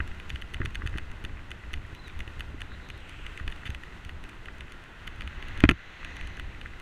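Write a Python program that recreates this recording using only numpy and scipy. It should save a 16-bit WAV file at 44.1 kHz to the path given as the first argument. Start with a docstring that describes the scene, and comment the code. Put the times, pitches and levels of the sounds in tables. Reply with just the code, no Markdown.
"""On a concrete path beside a highway a bicycle rolls along, heard through a camera in a plastic case on the bike.
Shaped noise makes the tyre rumble, the traffic wash, a car passing the other way and brief hisses.
Decaying modes of frame, case and bracket make thuds, clicks, taps, grit and one hard double jolt at a slab joint.
Two faint chirps are swept sines with an echo; a limiter ducks the loudest peaks and recovers slowly."""
import sys
import numpy as np
from scipy import signal
from scipy.fft import rfft, irfft, next_fast_len
from scipy.io import wavfile
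from scipy.ndimage import uniform_filter1d, minimum_filter1d, map_coordinates

SR = 44100
rng = np.random.default_rng(int(sys.argv[2]) if len(sys.argv) > 2 else 0)


def wav_record(signal):
    """Record a signal, one row per channel, as 16-bit PCM in the file named by sys.argv[1]."""
    frames = np.transpose(np.atleast_2d(signal))
    bounded = np.clip(frames, -1, 1)
    # unit amplitude maps onto the largest positive 16-bit level
    quanta = np.round(bounded * 32767).astype(np.int16)
    wavfile.write(sys.argv[1], SR, quanta)


N = 300321
T = np.arange(N) / SR  # seconds
RING_T = np.arange(SR // 5) / SR  # time axis of one struck sound, seconds

# clicks of the loose mount falling back: click_s, level_db, flight_ms (2 or less: no lifting tick)
MOUNT_CLICKS = [(.199, -37.5, 0), (.302, -30.5, 7), (.358, -33.5, 0), (.421, -34, 5.5), (.543, -30, 5.5),
                (.657, -29, 5.5), (.754, -29, 7), (.873, -30, 8.5), (.983, -30, 8.5), (1.249, -32, 8.5),
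                (1.515, -32.5, 9.5), (1.738, -28.5, 5.5), (2.204, -32.5, 13), (2.277, -38, 0.0034),
                (2.406, -31, 11), (2.617, -31.5, 10.5), (2.901, -34, 13), (3.265, -33.5, 0),
                (3.375, -33.5, 0.0042), (3.478, -30, 0.0041), (3.523, -37.5, 8), (3.747, -32.5, 0.0032),
                (3.835, -38.5, -5), (4.093, -37, 0.0043), (4.457, -38.5, 0), (4.607, -36, 0),
                (5.076, -32.5, 4), (5.208, -33.5, 0), (5.22, -36, 0.0059), (5.275, -34.5, 0.0031),
                (5.425, -36, 0.0051), (5.604, -28.5, 0), (6.047, -31, 0.0036), (6.211, -35.5, 0),
                (6.397, -32, 0), (6.613, -36.5, 0)]


def amp(db):
    """Level law: decibels to amplitude gain."""
    return 10 ** (np.asarray(db) / 20)


def unit(x):
    """Normalisation: x scaled to rms 1."""
    return x / np.sqrt(np.mean(x ** 2) + 1e-20)


def curves(rows):
    """Linear interpolation: one value per sample for each column after the time."""
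    s, *columns = np.transpose(rows)
    return [np.interp(T, s, column) for column in columns]


def wobble(rate):
    """Slow random modulation: a smooth curve through random knots, rate of them a second."""
    knots = rng.standard_normal(int(N * rate / SR) + 4)
    return map_coordinates(knots, [T * rate])


def filtered(x, response):
    """Linear filtering: the spectrum of x times a response of frequency."""
    size = next_fast_len(N + 8192)
    spectrum = rfft(x, size) * response(np.fft.rfftfreq(size, 1 / SR))
    return irfft(spectrum, size)[:N]


def noise(spectrum):
    """Coloured noise: white noise filtered to the given (hz, db) spectrum, at rms 1."""
    f, db = np.transpose(spectrum)

    def colour(hz):
        return amp(np.interp(np.log(hz + 1), np.log(f), db))

    return unit(filtered(rng.standard_normal(N), colour))


def add(track, s, sound):
    """Superposition: mix a sound into the track at time s."""
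    part = track[max(0, round(s * SR)):][:len(sound)]
    part += sound[:len(part)]


def ring(modes, colour, scatter_db, detune, attack, size):
    """Modal decay: damped sines vary at each blow; the loudest stretch of size samples has rms 1."""
    hz, db, t60 = np.transpose(modes)[:, :, None]
    t = RING_T[RING_T < 2 * t60.max()]
    level, pitch = rng.standard_normal((2, len(modes), 1))
    decay = amp(db + scatter_db * level - 60 * t / t60)
    waves = colour(hz) * decay * np.sin(2 * np.pi * hz * (1 + detune * pitch) * t)
    x = waves.sum(0) * (1 - np.exp(-t / attack))
    loudest = np.sqrt(uniform_filter1d(x ** 2, size).max())
    return np.pad(x / loudest, (0, len(RING_T) - len(t)))


def traffic():
    """Broadband radiation: highway wash plus a near car that swells and crossfades to its brighter rear."""
    # distant highway: time_s, level_db
    road = [(0, -51), (.7, -51.5), (1.2, -53), (2.9, -52.5), (3.4, -51), (4.4, -53)]
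    # oncoming car: time_s, level_db, rear_share (0-1, of the power)
    passing_car = [(4.3, -74, 0), (4.8, -57, 0), (5.2, -52.5, 0.4), (5.55, -46.5, 0.6), (5.8, -44, 0.6),
                   (6.05, -47, 1), (6.3, -50, 0.96), (6.55, -55.5, 1), (6.8, -60, 0.9)]
    # noise colours, case included: frequency_hz, relative_db
    wash_colour = [(500, -11), (900, -9), (1150, -8), (1420, 0.5), (1700, -3), (2000, 0), (2280, -8),
                   (2600, -4), (3200, -10), (4000, -14.5), (5000, -23.5), (6400, -23), (9000, -29.5),
                   (15000, -40)]
    front_colour = [(200, -27), (800, -8.5), (1150, -7), (1480, 4.5), (2000, -4), (2300, -9), (2700, -6),
                    (3500, -11), (5000, -45), (12000, -41)]
    rear_colour = [(300, -10), (900, -12), (1400, -7.5), (1750, -3), (2000, 1.5), (2280, -7), (2650, -4.5),
                   (3200, -12.5), (4100, -13), (5000, -30.5), (6400, -23), (8000, -39), (14000, -53)]
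    road_db, = curves(road)
    car_db, rear = curves(passing_car)
    rear = np.clip(rear, 0, 1)
    wash = amp(road_db + 0.76 * wobble(20)) * noise(wash_colour)
    car = np.sqrt(1 - rear) * noise(front_colour) + np.sqrt(rear) * noise(rear_colour)
    return wash + amp(car_db) * car


def hisses():
    """Band-limited noise: narrow bands of hiss that swell and fade."""
    # brief hisses: start_s, end_s, centre_hz, width_hz, level_db
    bands = [(2.697, 2.77, 3900, 500, -57.5), (2.793, 3.028, 3840, 700, -61.5),
             (2.94, 3.42, 2680, 1210, -54.5), (2.964, 3.41, 7850, 1200, -75), (5.846, 6.3, 2560, 300, -58),
             (5.982, 6.253, 1930, 250, -52), (6.0, 6.4, 6200, 1200, -72)]
    out = np.zeros(N)
    for start, end, centre_hz, width_hz, db in bands:
        band = unit(filtered(rng.standard_normal(N),
                             lambda hz: 1 / (1 + (2 * (hz - centre_hz) / width_hz) ** 4)))
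        progress = np.clip((T - start) / max(end - start, .005), 0, 1)
        swell = np.sqrt(np.abs(np.sin(np.pi * progress)))
        out += amp(db) * swell * band
    return out


def chirps(echo_db=-10, echo_t60=0.6):
    """Frequency modulation: short, slightly rough swept whistles with a faint outdoor echo."""
    # thin chirps: start_s, length_s, start_hz, middle_hz, end_hz, level_db
    whistles = [(1.956, 0.073, 3870, 4040, 3870, -55.5), (2.035, 0.067, 4130, 3840, 3570, -53)]
    out = np.zeros(N)
    for s, length, start_hz, middle_hz, end_hz, db in whistles:
        u = np.clip((T - s) / length, 0, 1)
        glide = np.polyfit([0, .5, 1], [start_hz, middle_hz, end_hz], 2)
        hz = np.polyval(glide, u) * (1 + 0.0074 * wobble(500))
        swell = amp(db + 4.2 * wobble(90)) * np.sqrt(np.abs(np.sin(np.pi * u)))
        out += swell * np.sin(2 * np.pi * np.cumsum(hz) / SR)
    tail = rng.standard_normal(len(RING_T)) * amp(-60 * RING_T / echo_t60)
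    echo = signal.fftconvolve(out, tail / np.linalg.norm(tail))[:N]
    return out + amp(echo_db) * echo


def shaking():
    """Forced vibration: the path's shaking in dB about its mean, and that mean."""
    # shaking of the bike by the path: time_s, level_db (before the rumble's trim)
    roughness = [(0.05, -36.5), (0.35, -44.5), (0.8, -39.5), (1.07, -40.5), (1.5, -42), (2.7, -41.5),
                 (3.17, -44.5), (3.63, -40.5), (3.76, -42.5), (4.25, -42), (4.93, -50), (5.1, -48),
                 (5.26, -40), (5.57, -35), (5.79, -41.5), (6.04, -46), (6.34, -35.5), (6.81, -44.5)]
    level_db, = curves(roughness)
    return level_db - level_db.mean(), level_db.mean()


def tyres(rumble_db=-0.5, hum_db=-53, hum_follows=0.097):
    """Rough-surface excitation: a lumpy rumble surges with each mount click, over a steadier rolling hum."""
    # noise colours: frequency_hz, relative_db
    rumble_colour = [(12, 3.5), (25, 5.5), (45, -2.5), (72, 2), (100, -8.5), (150, -15), (300, -24),
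                     (450, -29.5), (900, -48), (2000, -100)]
    hum_colour = [(40, -33), (100, 4), (200, -2), (330, -2), (480, -9), (750, -10.5), (1050, -8),
                  (2000, -24), (5000, -72)]
    surge_db, surge_lag_s, surge_s = -7, 0.0073, 0.192  # re click level; pulse centre after click; length
    shake_db, mean_db = shaking()
    power = amp(mean_db + shake_db + rumble_db) ** 2
    swell = np.hanning(round(surge_s * SR)) ** 2
    for s, db, _ in MOUNT_CLICKS:
        add(power, s + surge_lag_s - surge_s / 2, amp(db + surge_db) ** 2 * swell)
    lumpy = unit(noise(rumble_colour) * amp(2.3 * wobble(25)))
    hum = amp(hum_db + hum_follows * shake_db + 0.94 * wobble(30)) * noise(hum_colour)
    return np.sqrt(power) * lumpy + hum


def thud(tilt_db, scatter_db=3, cushion_hz=480):
    """Modal response of the frame: tilt (dB per octave) weights its modes; the tyre cushions the edge."""
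    # frame and mount: frequency_hz, relative_db, t60_s
    frame_modes = [(70, -3, 0.1), (101, -1, 0.1), (166, -4, 0.06), (231, -3.5, 0.042), (297, 6.5, 0.034),
                   (315, -3.5, 0.056), (614, -6.5, 0.027)]
    x = ring(frame_modes, lambda hz: amp(tilt_db * np.log2(hz / 100)), scatter_db,
             detune=0.027, attack=0.000067, size=400)
    return signal.sosfilt(signal.butter(2, cushion_hz, fs=SR, output="sos"), x)


def knock(contact_hz):
    """Contact stiffness: in the case's ring a soft contact builds up slowly and leaves upper modes still."""
    # plastic case: frequency_hz, relative_db, t60_s
    case_modes = [(1040, -18, 0.0028), (1192, -11.5, 0.015), (1500, -3, 0.0095), (1632, -5.5, 0.026),
                  (1844, -1, 0.015), (2034, -3, 0.022), (2468, 2, 0.012), (2658, 3, 0.01), (2955, 1, 0.014),
                  (3515, -7.5, 0.018), (4560, -25, 0.044)]
    sense = (-1) ** np.arange(len(case_modes))[:, None]  # neighbouring modes move in opposite senses
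    return ring(case_modes, lambda hz: sense / np.sqrt(1 + (hz / contact_hz) ** 10),
                scatter_db=2.56, detune=0.012, attack=0.19 / contact_hz, size=80)


def snap():
    """Hard impact: plastic meeting plastic gives a treble ring and a brief crackle."""
    # short treble ring of the case: frequency_hz, relative_db, t60_s
    treble_modes = [(4255, 7, 0.0075), (5270, -6, 0.0085), (6040, 2.5, 0.011), (6610, -2, 0.016),
                    (8550, 6, 0.0055), (10340, 3.5, 0.0049), (10900, 2.5, 0.0054), (14600, -3, 0.0035)]
    crackle = np.diff(rng.standard_normal(len(RING_T) + 2), n=1)
    crackle = crackle[1:] + crackle[:-1]  # neither bass nor extreme treble
    crackle = crackle * amp(-16.5 - 60 * RING_T / 0.012)
    treble = ring(treble_modes, np.ones_like, scatter_db=2.5, detune=0.03, attack=0.00047, size=40)
    return 0.95 * treble + crackle


def tick(ring_db=7.5):
    """Light, hard contact in the mount: a bright edge plus the case's ring."""
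    return snap() + amp(ring_db) * knock(contact_hz=4500)


def grit(count=130, faintest_db=-54, range_db=11.5, follows=0.35):
    """Random impacts: grit under the tyres sends faint taps up the frame, stronger where the path is rough."""
    out = np.zeros(N)
    shake_db, _ = shaking()
    for when, weight, hardness in rng.random((count, 3)):
        db = faintest_db + range_db * weight ** 2 + follows * shake_db[int(when * N)]
        add(out, when * N / SR, amp(db) * knock(contact_hz=1500 + 1500 * hardness))
    return out


def fidget(count=22, faintest_db=-64, range_db=9):
    """Random micro-impacts: the mount never quite rests and ticks faintly at random times."""
    out = np.zeros(N)
    for when, weight in rng.random((count, 2)):
        add(out, when * N / SR, amp(faintest_db + range_db * weight) * tick())
    return out


def scrape(count=9, edge_db=-17):
    """Friction as a train of impacts: something gritty drags under a tyre in a quick run of hard grains."""
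    # one scrape: start_s, length_s, grain_level_db
    drag = (3.651, .028, -39)
    start, length, db = drag
    out = np.zeros(N)
    for k, slip in enumerate(rng.random(count)):
        grain = knock(contact_hz=5000) + amp(edge_db) * snap()
        add(out, start + length * (k + slip) / count, amp(db) * grain)
    return out


def rattle():
    """Impact excitation: bumps thud in the frame, the loose mount clicks and taps; harder clicks are brighter."""
    # small bumps in the path: time_s, level_db, tilt_db_per_octave
    bumps = [(.002, -24, -9), (.342, -30, -15), (0.603, -20.5, -7.5), (0.611, -23.5, -7),
             (.647, -23.5, -11.5), (0.837, -30, -7), (0.855, -25, -13), (0.956, -29, -9),
             (1.243, -30.5, -11), (1.733, -34, -7), (1.928, -37, -7), (2.275, -34.5, -8),
             (2.544, -31, -5.5), (3.41, -31, -24), (3.478, -34, -8), (3.659, -34, -9.5), (3.693, -25, -15),
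             (4.06, -33, -12), (5.195, -37, -13.5), (5.379, -36, -10)]
    # the mount slips and stays put: time_s, level_db
    slips = [(.076, -51), (1.115, -52), (1.949, -51), (2.08, -51.5), (3.094, -49.5), (3.561, -54),
             (3.703, -45.5), (4.049, -49.5), (4.239, -49.5), (4.294, -52), (4.721, -49), (5.484, -49),
             (5.575, -46.5), (6.167, -47.5), (6.273, -48.5), (6.37, -52), (6.799, -51.5)]
    # softer taps on the case: time_s, level_db
    taps = [(.003, -24.5), (0.603, -39), (0.616, -29), (.631, -41), (.819, -33), (.861, -35), (.939, -37.5),
            (.959, -38), (1.707, -41.5), (2.717, -40), (3.399, -35.5), (3.633, -41), (4.484, -35.5),
            (6.029, -37), (6.374, -38), (6.658, -33)]
    lift_db = -17.5  # lifting tick, relative to the click that follows
    usual_edge_db, usual_click_db = -14, -29.5  # bright edge relative to the ring, at the usual click level
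    edge_growth = 0.41  # extra dB of edge for each dB above the usual click
    out = np.zeros(N)
    for s, db, tilt_db in bumps:
        add(out, s, amp(db) * thud(tilt_db))
    for s, db, flight_ms in MOUNT_CLICKS:
        if flight_ms > 2:
            add(out, s - flight_ms / 1000, amp(db + lift_db) * tick())
        edge_db = usual_edge_db + edge_growth * (db - usual_click_db)
        add(out, s, amp(db) * (knock(contact_hz=4540) + amp(edge_db) * snap()))
    for s, db in slips:
        add(out, s, amp(db) * tick())
    for s, db in taps:
        add(out, s, amp(db) * knock(contact_hz=1660))
    return out


def crack(t60=0.026, low_hz=930, high_hz=2900):
    """Transient noise: a dry decaying burst, muffled by the case to a middle band."""
    burst = rng.standard_normal(len(RING_T)) * amp(-60 * RING_T / t60)
    return signal.sosfilt(signal.butter(4, [low_hz, high_hz], "bandpass", fs=SR, output="sos"), burst)


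def jolt(stop_db=-10, crack_db=3):
    """Hard-stop impact: a slab joint kicks the wheel; the mount hits its bracket, slaps back and chatters."""
    # blows: time_s, frame_db, tilt_db_per_octave, case_db, contact_cutoff_hz, snap_db
    blows = [(5.6383, 1, 4, -8, 2310, -50), (5.6518, -6, -13.5, -20, 2300, -70),
             (5.6905, -4, -0.5, -3.5, 3400, -33), (5.695, -12.5, -4, -16.5, 3200, -26),
             (5.706, -12.5, 0, -25, 3300, -52), (5.7111, -14, 2, -15.5, 3840, -31),
             (5.717, -12.5, -4, -38, 2000, -54)]
    # bracket, reached only when the mount bottoms out: frequency_hz, relative_db, t60_s
    bracket_modes = [(1050, -19, 0.032), (1084, -9, 0.041), (1383, 5.5, 0.023)]
    out = np.zeros(N)
    for s, frame_db, tilt_db, case_db, contact_hz, snap_db in blows:
        bracket = ring(bracket_modes, np.ones_like, scatter_db=1, detune=.01, attack=.0015, size=80)
        add(out, s, amp(frame_db) * thud(tilt_db) + amp(snap_db) * snap())
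        case = knock(contact_hz) + amp(stop_db) * bracket + amp(crack_db) * crack()
        add(out, s, amp(case_db) * case)
    return out


def scene():
    """Superposition: everything reaches one microphone inside the case."""
    background = traffic() + hisses() + chirps()
    bicycle = tyres() + grit() + fidget() + scrape() + rattle() + jolt()
    return (background + bicycle)[None]


def limiter(x, ceiling_db, release_db):
    """Gain control: peaks over the ceiling pull the gain down; it recovers by release_db a second."""
    over_db = np.maximum(20 * np.log10(np.abs(x) + 1e-9) - ceiling_db, 0)
    cut_db = np.maximum.accumulate(over_db + release_db * T) - release_db * T
    lowest_gain_db = minimum_filter1d(-cut_db, size=41)
    return x * amp(uniform_filter1d(lowest_gain_db, size=41))


def record(dry, top_hz=15600):
    """Limiting and band limitation: the camera limits the loudest peaks and cuts steeply above top_hz."""
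    held = limiter(dry[0], ceiling_db=0.0, release_db=19)
    return filtered(held, lambda hz: 1 / np.sqrt(1 + (hz / top_hz) ** 100))[None]


dry = scene()
out = record(dry)
wav_record(out)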